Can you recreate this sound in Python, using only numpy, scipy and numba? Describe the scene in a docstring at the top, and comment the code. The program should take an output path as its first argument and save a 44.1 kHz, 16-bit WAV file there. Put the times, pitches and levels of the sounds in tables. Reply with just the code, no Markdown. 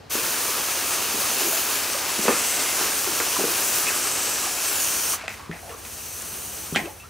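"""A hose gun sprays a gutted fish on a plastic cutting board, outdoors, close to the microphone.
The jet tears into droplets that hiss, and its drops patter on skin and board for five seconds.
It shuts, water runs off, and three softer squeezes follow. The wet fish slaps on the board, pockets
of air gloop, and hard knocks make the table ring. Short ringing crackles make wet squelches and
give knocks their bite. Behind it all are the outdoor air and an engine idling far away."""
import sys
import numpy as np
from scipy import signal
from scipy.fft import rfft, irfft
from scipy.io import wavfile
from scipy.ndimage import uniform_filter1d
from numba import njit

SR = 44100
rng = np.random.default_rng(int(sys.argv[2]) if len(sys.argv) > 2 else 0)


def digitize_waveform(pressure):
    """Quantize a signal to 16-bit integers and store it at the path in sys.argv[1].

    Rows of a 2-D input are taken as channels; values are limited to [-1, 1].
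    """
    field = np.atleast_2d(pressure).T
    bounded = np.clip(field, -1, 1)
    quanta = np.round(bounded * 32767).astype(np.int16)
    wavfile.write(sys.argv[1], SR, quanta)


N = 312669
T = np.arange(N) / SR
FREQS = np.arange(N // 2 + 1) * SR / N

# squeezes of the trigger: open_s, shut_s, hiss_db, patter_db, attack_s, release_s, mist_share
SQUEEZES = [(0.095, 5.146, -1, 6, 0.022, .1, 1), (5.28, 5.33, -19, -8.5, .008, 0.8, 0),
            (5.5, 5.85, -17, -10, 0.16, 0.4, 1), (5.835, 6.7, -10.5, -5.5, 0.087, 1.36, 1)]
# strength of the jet; treble_db minus level_db sets how bright its top is: time_s, level_db, treble_db
JET_LEVEL = [(0.13, -26.5, -29), (0.18, -29, -33), (1.08, -29.5, -36), (1.52, -27, -28.5), (2.05, -33, -38),
             (2.23, -26.5, -35), (2.65, -26.5, -36), (3.07, -28, -33), (3.36, -28.5, -34),
             (3.79, -24.5, -27), (3.85, -27, -34), (4.14, -27, -39), (4.6, -28, -36), (4.66, -25.5, -34),
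             (4.73, -27, -30), (4.84, -25.5, -33), (4.99, -27, -32), (5.13, -26.5, -32.5)]
# the gun sweeps twice over the fish; the echo off the board makes a comb, a row of peaks and dips
# in the hiss: time_s, spacing_hz, depth_factor
AIM = [(.1, 2630, .9), (.85, 2650, .65), (1.3, 2700, 1.0), (1.72, 2800, .7), (1.88, 3200, 0.4),
       (2.05, 4080, .8), (2.22, 4630, 1.3), (2.38, 4950, 0.9), (2.62, 4750, .6), (2.74, 4250, .9),
       (2.88, 3640, .5), (3.2, 3600, .5), (3.48, 3640, .45), (3.7, 4380, 0.4), (3.95, 4800, .7),
       (4.15, 5030, 1.2), (4.28, 4830, 1.4), (4.57, 4450, 0.7), (4.67, 3420, 1.1), (4.76, 2960, 1.3),
       (4.88, 2590, 0.8), (5.15, 2560, 0.6)]
# shape of that comb at depth 1: position_in_spacings, gain_db
COMB_SHAPE = [(.6, 0), (.95, -1.2), (1.2, 2.2), (1.38, 1.2), (1.62, 2.8), (1.85, .8), (2.08, -5.5),
              (2.3, 2.6), (2.42, 3.6), (2.85, -3.8), (3.45, 2.4), (3.8, -2), (4.32, 2.6), (4.7, -2.8),
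              (5.5, 2)]
# tone of the jet's hiss: frequency_hz, gain_db
HISS_TONE = [(1500, -27), (2050, -11), (2550, -3.5), (3100, -6), (3700, -15.5), (4300, -8), (4950, -9.5),
             (5550, 0), (6300, 2), (7000, 0.2), (7750, -0.4), (8550, 3.5), (9400, -2), (10100, 0),
             (11000, -2), (11900, -3.5), (12700, -2), (13500, 0), (14300, -3.5), (15700, -4)]
# tone of the fine mist: frequency_hz, gain_db
MIST_TONE = [(6000, -16), (9500, 1), (11500, -1), (13500, 3), (15000, -5)]
# narrow peaks that come and go as the spray fans over hand and fish: centre_hz
HISS_PEAKS = [5200, 6100, 7100, 8500, 9500, 11000]
# faint whistles that glide through the hiss: start_s, length_s, start_hz, end_hz, lift_db
WHISTLES = [(.78, .2, 9600, 10100, 4), (1.66, .17, 7100, 6800, 5), (1.87, .16, 8300, 8750, 3.9),
            (2.1, .2, 10300, 11800, 4), (3.26, .16, 6000, 5850, 3.8), (2.2, .45, 7900, 8300, 2.5),
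            (3.85, .7, 7750, 8000, 2.5), (4.15, .4, 6300, 5400, 2.5), (4.6, .3, 8500, 6300, 1.5),
            (4.82, .32, 9150, 8700, 4), (4.8, 0.26, 7100, 6740, 3), (4.8, .4, 5860, 5500, 5.1)]
# tone of drops on skin and board: frequency_hz, gain_db
PATTER_TONE = [(60, -30), (140, -16.5), (250, -5.5), (370, -1.2), (520, -2.8), (900, -2.8), (1200, -0.5),
               (1650, -2), (1950, -5), (2600, -2), (3500, -6), (5000, -3.5), (12000, -11)]
# peaks that come and go in the patter: centre_hz
PATTER_PEAKS = [450, 750, 1200, 1600, 2700]
# the patter turns hollow and fills out again as one band rises and falls: time_s, lift_db
HOLLOWNESS = [(.2, -1), (1.7, -1), (2.1, 2.5), (2.65, 7.5), (3.0, -3), (3.9, 1), (4.1, -1), (4.5, 0),
              (4.8, -3)]
# tone of water dripping off the board: frequency_hz, gain_db
DRIP_TONE = [(300, -25), (700, 3), (1200, 9), (2300, 8.5), (3500, 1), (5000, -1.5), (9000, -5.5),
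             (14000, -17)]
# stray drops that land close by: start_s, gain_db
STRAY_DROPS = [(5.182, -26), (5.293, -22), (5.424, -33), (6.221, -12)]
# wet flesh meeting the board (a lower cutoff is a softer blow): start_s, gain_db, cutoff_hz, thump_hz
SLAPS = [(.152, -13, 600, 235), (1.143, -15, 400, 220), (2.191, -10.5, 367, 227), (2.254, -10, 880, 258),
         (2.282, 1, 5000, 290), (2.292, -9, 3500, 370), (2.3038, -11.5, 2500, 370), (2.81, -14, 700, 260),
         (3.201, -12.5, 4000, 260), (3.388, -9, 700, 272), (3.409, -11, 450, 340), (3.44, -8, 950, 420),
         (3.487, -13, 450, 320), (5.494, -12.5, 242, 167), (6.724, -9.5, 340, 160), (6.761, -9.5, 380, 182),
         (6.815, -15, 340, 161), (6.857, -21.5, 3000, 220)]
# tone of slapped flesh: frequency_hz, gain_db
SLAP_TONE = [(60, -37), (130, -18), (230, -1), (330, 2.5), (480, 3), (620, -2), (800, -6.5), (950, -8),
             (1200, -2.5), (1700, -9.5), (2600, -14.5), (3600, -36), (9000, -18.5)]
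# short bands of ringing crackle: wet squelches, plus the bite, ring and tail of the hard knocks
# near 5.28 s and 6.75-6.85 s: start_s, length_s, start_hz, end_hz, width_hz, level_db
CRACKLES = [(2.285, 0.047, 2080, 1500, 300, -35), (3.203, 0.018, 1450, 1420, 150, -33),
            (3.359, 0.017, 1250, 885, 200, -29), (3.391, 0.01, 900, 850, 150, -29.5),
            (3.887, 0.033, 2100, 1450, 250, -33.5), (3.925, .025, 1590, 1700, 200, -39),
            (5.132, 0.017, 1200, 1200, 160, -33), (5.18, .09, 2350, 2200, 500, -46),
            (5.2795, 0.0051, 2150, 2100, 350, -25.5), (5.286, 0.042, 2200, 2050, 350, -41),
            (5.379, 0.15, 1070, 1100, 250, -47.5), (5.511, .009, 1750, 1750, 400, -36),
            (5.518, 0.043, 1970, 1960, 350, -43), (5.525, .085, 1600, 1750, 600, -48),
            (5.529, 0.06, 695, 657, 200, -44.5), (5.622, 0.082, 626, 710, 120, -43.5),
            (5.69, 0.05, 2799, 2750, 450, -51), (5.695, 0.075, 496, 460, 100, -46),
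            (5.705, 0.06, 1200, 1150, 190, -44), (6.747, 0.013, 1300, 1450, 250, -32),
            (6.747, 0.0045, 3100, 3150, 200, -34), (6.7525, .006, 3150, 3130, 140.1, -24),
            (6.763, 0.014, 2230, 2390, 550, -24.5), (6.783, 0.038, 2150, 1880, 550, -35),
            (6.788, 0.035, 750, 750, 90, -35.5), (6.848, 0.035, 2700, 2400, 800, -46)]
# pockets of air that close under the fish and ring: start_s, length_s, start_hz, end_hz, level_db
AIR_POCKETS = [(1.445, 0.115, 336, 660, -34.5), (1.947, 0.025, 554, 660, -35), (3.068, 0.04, 370, 344, -34),
               (3.865, .03, 2440, 2600, -29), (4.465, 0.021, 737, 830, -35.5),
               (5.237, 0.016, 670, 635, -36.5), (6.836, .072, 319, 845, -38.5),
               (6.996, 0.048, 2640, 2720, -51.5), (7.026, 0.04, 1165, 1380, -48)]
# hard knocks of the gun and on the table: start_s, gain_db, rattle_and_ring_db
KNOCKS = [(3.202, -5, -1), (5.136, -15, -2), (5.185, -19, 0), (5.2807, -4, -9), (5.299, -22, 6),
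          (5.34, -19, 0), (5.513, -24, -8), (5.553, -31, -3), (5.693, -24.5, 6), (5.781, -30, -7),
          (5.85, -18, 0), (6.753, -15, 1), (6.76, 5, -4.5), (6.7645, -6, 0), (6.775, -8, 0)]
# tone of a knock's crack: frequency_hz, gain_db
CRACK_TONE = [(100, -4), (220, -13), (500, -4.5), (750, 4), (1100, -9), (1800, 4.5), (2300, 4), (3000, -7),
              (4200, -10), (6000, -18), (8300, -13), (12000, -41)]
# notes the table rings with: pitch_hz, gain_db, decay_s
TABLE_NOTES = [(215, -5, 0.28), (744, -3, 0.3), (1050, -7, 0.27), (1810, 1, 0.13), (2080, -1, 0.1),
               (2230, 2, 0.05), (2520, 9, 0.05), (3110, 5, 0.035)]
# tone of the outdoor air: frequency_hz, gain_db
AIR_TONE = [(25, -19), (45, -10), (60, -19), (110, 3.5), (160, 0.5), (500, -0.5), (1000, -5), (1800, -11),
            (3500, -16), (4300, -14.5), (5200, -17), (8500, -27), (15000, -33)]
# air comes from all sides; how alike it is left and right (1 is identical): frequency_hz, likeness
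AIR_LIKENESS = [(70, .99), (120, 1), (200, 0.58), (400, 0.1), (800, 0.3), (1500, 0.8)]
# low notes of the far engine: pitch_hz, gain_db
ENGINE_NOTES = [(58.7, -59.5), (72.2, -60), (81.5, -63), (93, -58)]
# how alike the water sounds at the microphone's two openings: frequency_hz, likeness
WATER_LIKENESS = [(130, 0.98), (500, 0.99), (1200, 1), (2300, 0.98), (4000, 1), (6800, 0.89), (10000, 0.72),
                  (15000, 0.25)]
# how much louder the left opening is than the right: frequency_hz, balance_db
MIC_BALANCE = [(80, 0), (250, 1.3), (600, 0.7), (1100, -1.3), (2200, 2), (3300, -0.5), (6000, 1),
               (7100, -3), (7950, 9.5), (8600, -4), (9300, -2.5), (10300, -0.5), (11600, -1), (12500, -0.5),
               (13600, 10), (15000, 3)]
# how far the wave at the left opening runs ahead: frequency_hz, lead_radians
MIC_LEAD = [(2000, 0.16), (6300, 0.06), (7300, 0.53), (8600, 0.48), (9600, 0.96), (11000, -0.17),
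            (12700, 2), (14100, 0)]


def jet(flow, mist_flow):
    """The jet tears into fine droplets that hiss, with a quieter, brighter mist on top."""
    droplets = [rng.standard_normal(N) + amp(-5) * impacts(per_s=4500, spread_db=5) for _ in range(2)]
    noise = stereo(*droplets, WATER_LIKENESS)
    mist = unit(colour(noise, MIST_TONE)) * mist_flow * amp(-12.5 + 1.7 * wander(rate_hz=22))
    hiss = swish(colour(noise, HISS_TONE)) * flow
    return (hiss + mist) * amp(2.08 + 0.65 * wander(rate_hz=40))


def swish(hiss):
    """The comb slides with the aim like a changing vowel; the top swells and dulls; whistles pass."""
    top_hz, top_edge_hz, top_share, whistle_width_hz = 11000, 900, 0.96, 240
    hiss = waver(hiss, HISS_PEAKS, sharpness=28, depth_db=2.8)
    hz, times, slices = signal.stft(hiss, SR, nperseg=512)  # short slices, each split by frequency
    hz = hz[:, None]
    spacing_hz, depth = curves(AIM, times)
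    gain_db = depth * np.interp(hz / spacing_hz, *np.transpose(COMB_SHAPE))
    main_band = (hz[:, 0] > 5000) & (hz[:, 0] < 11000)
    gain_db -= gain_db[main_band].mean(axis=0)  # the comb changes the tone more than the loudness
    jet_db, treble_db = curves(JET_LEVEL, times)
    top_db = treble_db - jet_db
    gain_db += top_share * (top_db - top_db.mean()) / (1 + np.exp((top_hz - hz) / top_edge_hz))
    for start_s, length_s, start_hz, end_hz, lift_db in WHISTLES:
        progress = np.clip((times - start_s) / length_s, 0, 1)
        distance = (hz - start_hz - (end_hz - start_hz) * progress) / whistle_width_hz
        gain_db += lift_db * np.sqrt(abs(np.sin(np.pi * progress))) * np.exp(-distance ** 2 / 2)
    _, shaped = signal.istft(slices * amp(gain_db), SR)
    return unit(shaped[:, :N])


def trigger():
    """How strongly hiss, mist and patter sound as the trigger is squeezed and let go."""
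    linger_s = 0.096  # drops are still in the air when the trigger shuts
    hiss = mist = drops = 0
    for open_s, shut_s, hiss_db, patter_db, attack_s, release_s, mist_share in SQUEEZES:
        flow = amp(hiss_db) * gate(open_s, shut_s, attack_s, release_s)
        hiss += flow
        mist += mist_share * flow
        drops += amp(patter_db) * gate(open_s, shut_s, attack_s, release_s + linger_s)
    return hiss, mist, drops


def patter(jet_swell_db):
    """Drops drum on skin and board: a dense wash of small ones, with fat ones among them."""
    drops = [impacts(per_s=9000, spread_db=3.5) + amp(-12.5) * impacts(per_s=250, spread_db=5.5)
             for _ in range(2)]
    wash = colour(stereo(*drops, WATER_LIKENESS), PATTER_TONE)
    wash = waver(wash, PATTER_PEAKS, sharpness=8, depth_db=1.5)
    wash = lift_band(wash, hz=2100, width_hz=130, db=curves(HOLLOWNESS)[0])
    lift_off_db = np.interp(T, [3.2, 5.2], [0, -3.5])  # the jet lifts off the board and drums less
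    level_db = -32 + 0.28 * jet_swell_db + lift_off_db
    return unit(wash) * amp(level_db + 0.74 * wander(rate_hz=25))


def runoff():
    """When the jet first shuts, the last drops land and water keeps trickling off the board."""
    drops = [impacts(per_s=1400, spread_db=-0.5) for _ in range(2)]
    shut_s = SQUEEZES[0][1]
    gush = amp(-33.5) * gate(shut_s, shut_s, attack_s=0.047, release_s=1.0)
    trickle = amp(-57.5) * (T > shut_s)
    return unit(colour(stereo(*drops, WATER_LIKENESS), DRIP_TONE)) * (gush + trickle)


def stray_drops():
    """Single drops burst with a short, bright tick."""
    track = np.zeros(N)
    for start_s, gain_db in STRAY_DROPS:
        add(track, start_s, amp(gain_db) * rng.standard_normal(SR // 2) * fade(decay_s=0.0065))
    return resonate(track, hz=np.full(N, 7600.), width_hz=3000.)


def slaps():
    """Soft blows: one push, a spatter of small contacts as the flesh settles, and the board's thump."""
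    flesh, board = np.zeros(N), np.zeros(N)
    for start_s, gain_db, cutoff_hz, thump_hz in SLAPS:
        blow = 0.19 * impacts(per_s=3000, spread_db=0.5)[:SR // 2] * fade(decay_s=0.14)
        blow[0] -= 2.8  # the push
        soften = signal.butter(2, cutoff_hz, fs=SR, output="sos")
        add(flesh, start_s, amp(gain_db) * signal.sosfilt(soften, blow))
        thump_db = -0.5 - 7 * np.log2(cutoff_hz / 400)  # sharper blows move the board less
        add(board, start_s, 0.11 * amp(gain_db + thump_db) * note(thump_hz, decay_s=0.1))
    return colour(flesh, SLAP_TONE) + board


def crackles():
    """Tiny ticks ring in a narrow band: a wet squelch, or the bite, ring or tail of a hard knock."""
    track = np.zeros(N)
    for start_s, length_s, start_hz, end_hz, width_hz, level_db in CRACKLES:
        hz = np.geomspace(start_hz, end_hz, int(length_s * SR))
        chance, size, fizz = rng.standard_normal((3, SR // 2))[:, :len(hz)]
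        ticks = (chance > 2) * size + amp(-22) * fizz
        crackle = resonate(ticks, hz, 3. * width_hz)
        ring = unit(resonate(crackle, hz, float(width_hz))) + amp(-10) * unit(crackle)
        envelope = signal.windows.tukey(len(hz), .3) * amp(np.linspace(0, -9, len(hz)))
        add(track, start_s, amp(level_db) * unit(ring * envelope))
    return track


def gloops():
    """A pocket of air holds its note, then glides as water changes its size; bursting films roughen it."""
    hold_share, glide_share = 0.18, .65  # parts of each gloop's length
    track = np.zeros(N)
    for start_s, length_s, start_hz, end_hz, level_db in AIR_POCKETS:
        count = int(length_s * SR)
        progress = np.linspace(0, 1, count)
        glide = np.sin(np.pi / 2 * np.clip((progress - hold_share) / glide_share, 0, 1)) ** 2
        hz = start_hz * (end_hz / start_hz) ** glide
        splatter = unit(resonate(rng.standard_normal(SR)[:count], hz, 150 + .15 * start_hz))
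        tone = sine(hz) + amp(-5) * splatter
        sag_db = -3 * progress + 1.2 * wander(rate_hz=102)[:count]
        envelope = signal.windows.tukey(count, .2) * amp(sag_db)
        add(track, start_s, amp(level_db) * unit(tone * envelope))
    return track


def knocks():
    """Hard blows: a crack, a short rattle and the ring of the table."""
    cracks, rings = np.zeros(N), np.zeros(N)
    for start_s, gain_db, ring_db in KNOCKS:
        rattle = .085 * amp(ring_db) * rng.standard_normal(SR // 2) * fade(decay_s=.075)
        rattle[0] -= 1.6  # the crack
        add(cracks, start_s, amp(gain_db) * rattle)
        for pitch_hz, note_db, decay_s in TABLE_NOTES:
            detuned_hz = pitch_hz * (1 + 0.008 * rng.standard_normal())
            add(rings, start_s, amp(gain_db + ring_db + note_db - 32) * note(detuned_hz, decay_s))
    return colour(cracks, CRACK_TONE) + rings


def echoes(sound):
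    """Things around the table scatter the sound back, faintly and briefly."""
    tails = rng.standard_normal((2, SR // 2)) * fade(decay_s=0.25)
    tails /= np.sqrt(np.sum(tails ** 2, axis=1, keepdims=True))
    middle, side = (signal.fftconvolve(sound, tail)[:N] for tail in tails)
    side = signal.sosfilt(signal.butter(1, 250, "high", fs=SR, output="sos"), side)
    return amp(-7) * middle + amp(-13.5) * np.array([side, -side])


def outdoor_air():
    """A soft, low rush from all sides that gently rises and falls."""
    noise = stereo(*rng.standard_normal((2, N)), AIR_LIKENESS)
    return unit(colour(noise, AIR_TONE)) * amp(-46.5 + 1.6 * wander(rate_hz=6))


def engine():
    """A far engine idles on a few wavering low notes and grows a little louder."""
    drone = np.zeros(N)
    for pitch_hz, gain_db in ENGINE_NOTES:
        strength = np.sqrt(2) * amp(gain_db + 1.2 * wander(rate_hz=4.15))
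        drone += strength * sine(pitch_hz + 0.8 * wander(rate_hz=3.3))
    return drone * amp(np.interp(T, [4.6, 5.4], [-1.5, 3]))


def amp(db):
    """Turn decibels into a factor to multiply by."""
    return 10 ** (np.asarray(db) / 20)


def unit(x):
    """Scale to an average strength (rms) of 1."""
    return x / np.sqrt(np.mean(x ** 2))


def curves(table, at=T):
    """Read the columns of a time table at the given times."""
    times, *columns = np.transpose(table)
    return [np.interp(at, times, column) for column in columns]


def across(table):
    """Read a frequency table at every frequency."""
    hz, value = np.transpose(table)
    return np.interp(np.log(FREQS + 1), np.log(hz), value)


def colour(x, tone):
    """Filter a sound to the shape of a tone table, keeping the power of plain noise the same."""
    cepstrum = irfft(np.log(unit(amp(across(tone)))), N)
    cepstrum[1:] *= 2 * (np.arange(1, N) < N / 2)  # so the filter rings after a hit, not before
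    return irfft(rfft(x) * np.exp(rfft(cepstrum)), N)


@njit
def resonate(x, hz, width_hz):
    """Let through one band of frequencies, whose centre may move."""
    out, band_state, low_state = np.empty(len(x)), 0., 0.
    for i in range(len(x)):
        tuning, damping = np.tan(np.pi * hz[i] / SR), width_hz / hz[i]
        band = (band_state + tuning * (x[i] - low_state)) / (1 + tuning * (tuning + damping))
        band_state = 2 * band - band_state
        low_state += 2 * tuning * band
        out[i] = damping * band
    return out


def lift_band(pair, hz, width_hz, db):
    """Raise or lower one band in both channels; its centre and gain may move."""
    centre_hz = np.minimum(hz * np.ones(N), SR * 4 / 9)
    band = np.array([resonate(channel, centre_hz, float(width_hz)) for channel in pair])
    return pair + (amp(db) - 1) * band


def waver(pair, centres_hz, sharpness, depth_db):
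    """Narrow peaks swell, drift and vanish at random."""
    for hz in centres_hz:
        drifting_hz = hz * (1 + .035 * wander(rate_hz=5))
        pair = lift_band(pair, drifting_hz, hz / sharpness, depth_db * wander(rate_hz=8))
    return pair


def wander(rate_hz):
    """A smooth random curve with a typical size of 1."""
    step = int(SR / rate_hz)
    stairs = np.repeat(rng.standard_normal(N // step + 1), step)
    return unit(uniform_filter1d(stairs, step)[:N])


def impacts(per_s, spread_db):
    """Tiny hits of uneven size at random moments."""
    hits = rng.random(N) < per_s / SR
    signs = np.sign(rng.standard_normal(N))
    sizes = amp(spread_db * np.minimum(rng.standard_normal(N), 2))
    return unit(hits * signs * sizes)


def fade(decay_s):
    """A half-second curve that falls 60 dB every decay_s."""
    return np.exp(-np.log(1000) * T[:SR // 2] / decay_s)


def note(hz, decay_s):
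    """A struck note that dies away."""
    return fade(decay_s) * np.sin(2 * np.pi * hz * T[:SR // 2])


def sine(hz):
    """A pure tone that follows a moving pitch."""
    return np.sin(2 * np.pi * np.cumsum(hz) / SR)


def gate(open_s, shut_s, attack_s, release_s):
    """Rise after opening; once shut, fall 60 dB every release_s."""
    rise = 1 - np.exp(-np.maximum(T - open_s, 0) / attack_s)
    return rise * np.exp(-np.log(1000) * np.maximum(T - shut_s, 0) / release_s)


def add(track, start_s, sound):
    """Mix a sound into the track at start_s."""
    i = int(start_s * SR)
    track[i:i + len(sound)] += sound[:N - i]


def stereo(middle, side, likeness):
    """Mix two noises into left and right, as alike at each frequency as the table says."""
    alike = np.clip(across(likeness), 0, 1)
    middle = rfft(middle) * np.sqrt((1 + alike) / 2)
    side = rfft(side) * np.sqrt((1 - alike) / 2)
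    return irfft(np.array([middle + side, middle - side]), N)


def scene():
    """Mix the spray, the handling of the fish, the knocks and the background."""
    jet_db, _ = curves(JET_LEVEL)
    flow, mist_flow, drop_flow = trigger()
    spray = amp(jet_db) * jet(flow, mist_flow) + drop_flow * patter(jet_db - jet_db.mean())
    water = spray + runoff()
    centred = slaps() + crackles() + gloops()
    hard = knocks()
    # the knocks lie to the right: they reach the left opening later and weaker
    hard_pair = np.array([amp(-2.5) * np.roll(hard, 1), hard])
    handling = centred + hard_pair + echoes(centred + hard)
    return water + handling + outdoor_air() + engine() + stray_drops()


def record(dry):
    """Each microphone opening colours and delays the sound in its own way; rumble and the top are cut."""
    lowest_hz, highest_hz = 48, 15600
    left = amp(across(MIC_BALANCE) / 2) * np.exp(1j * across(MIC_LEAD) / 2)
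    openings = np.array([left, 1 / left])
    openings /= np.sqrt(np.mean(abs(openings) ** 2, axis=0))
    heard = irfft(rfft(dry) * openings, N)
    heard = signal.sosfilt(signal.butter(5, lowest_hz, "high", fs=SR, output="sos"), heard)
    return signal.sosfilt(signal.ellip(10, .2, 80, highest_hz, fs=SR, output="sos"), heard)


dry = scene()
out = record(dry)
digitize_waveform(out)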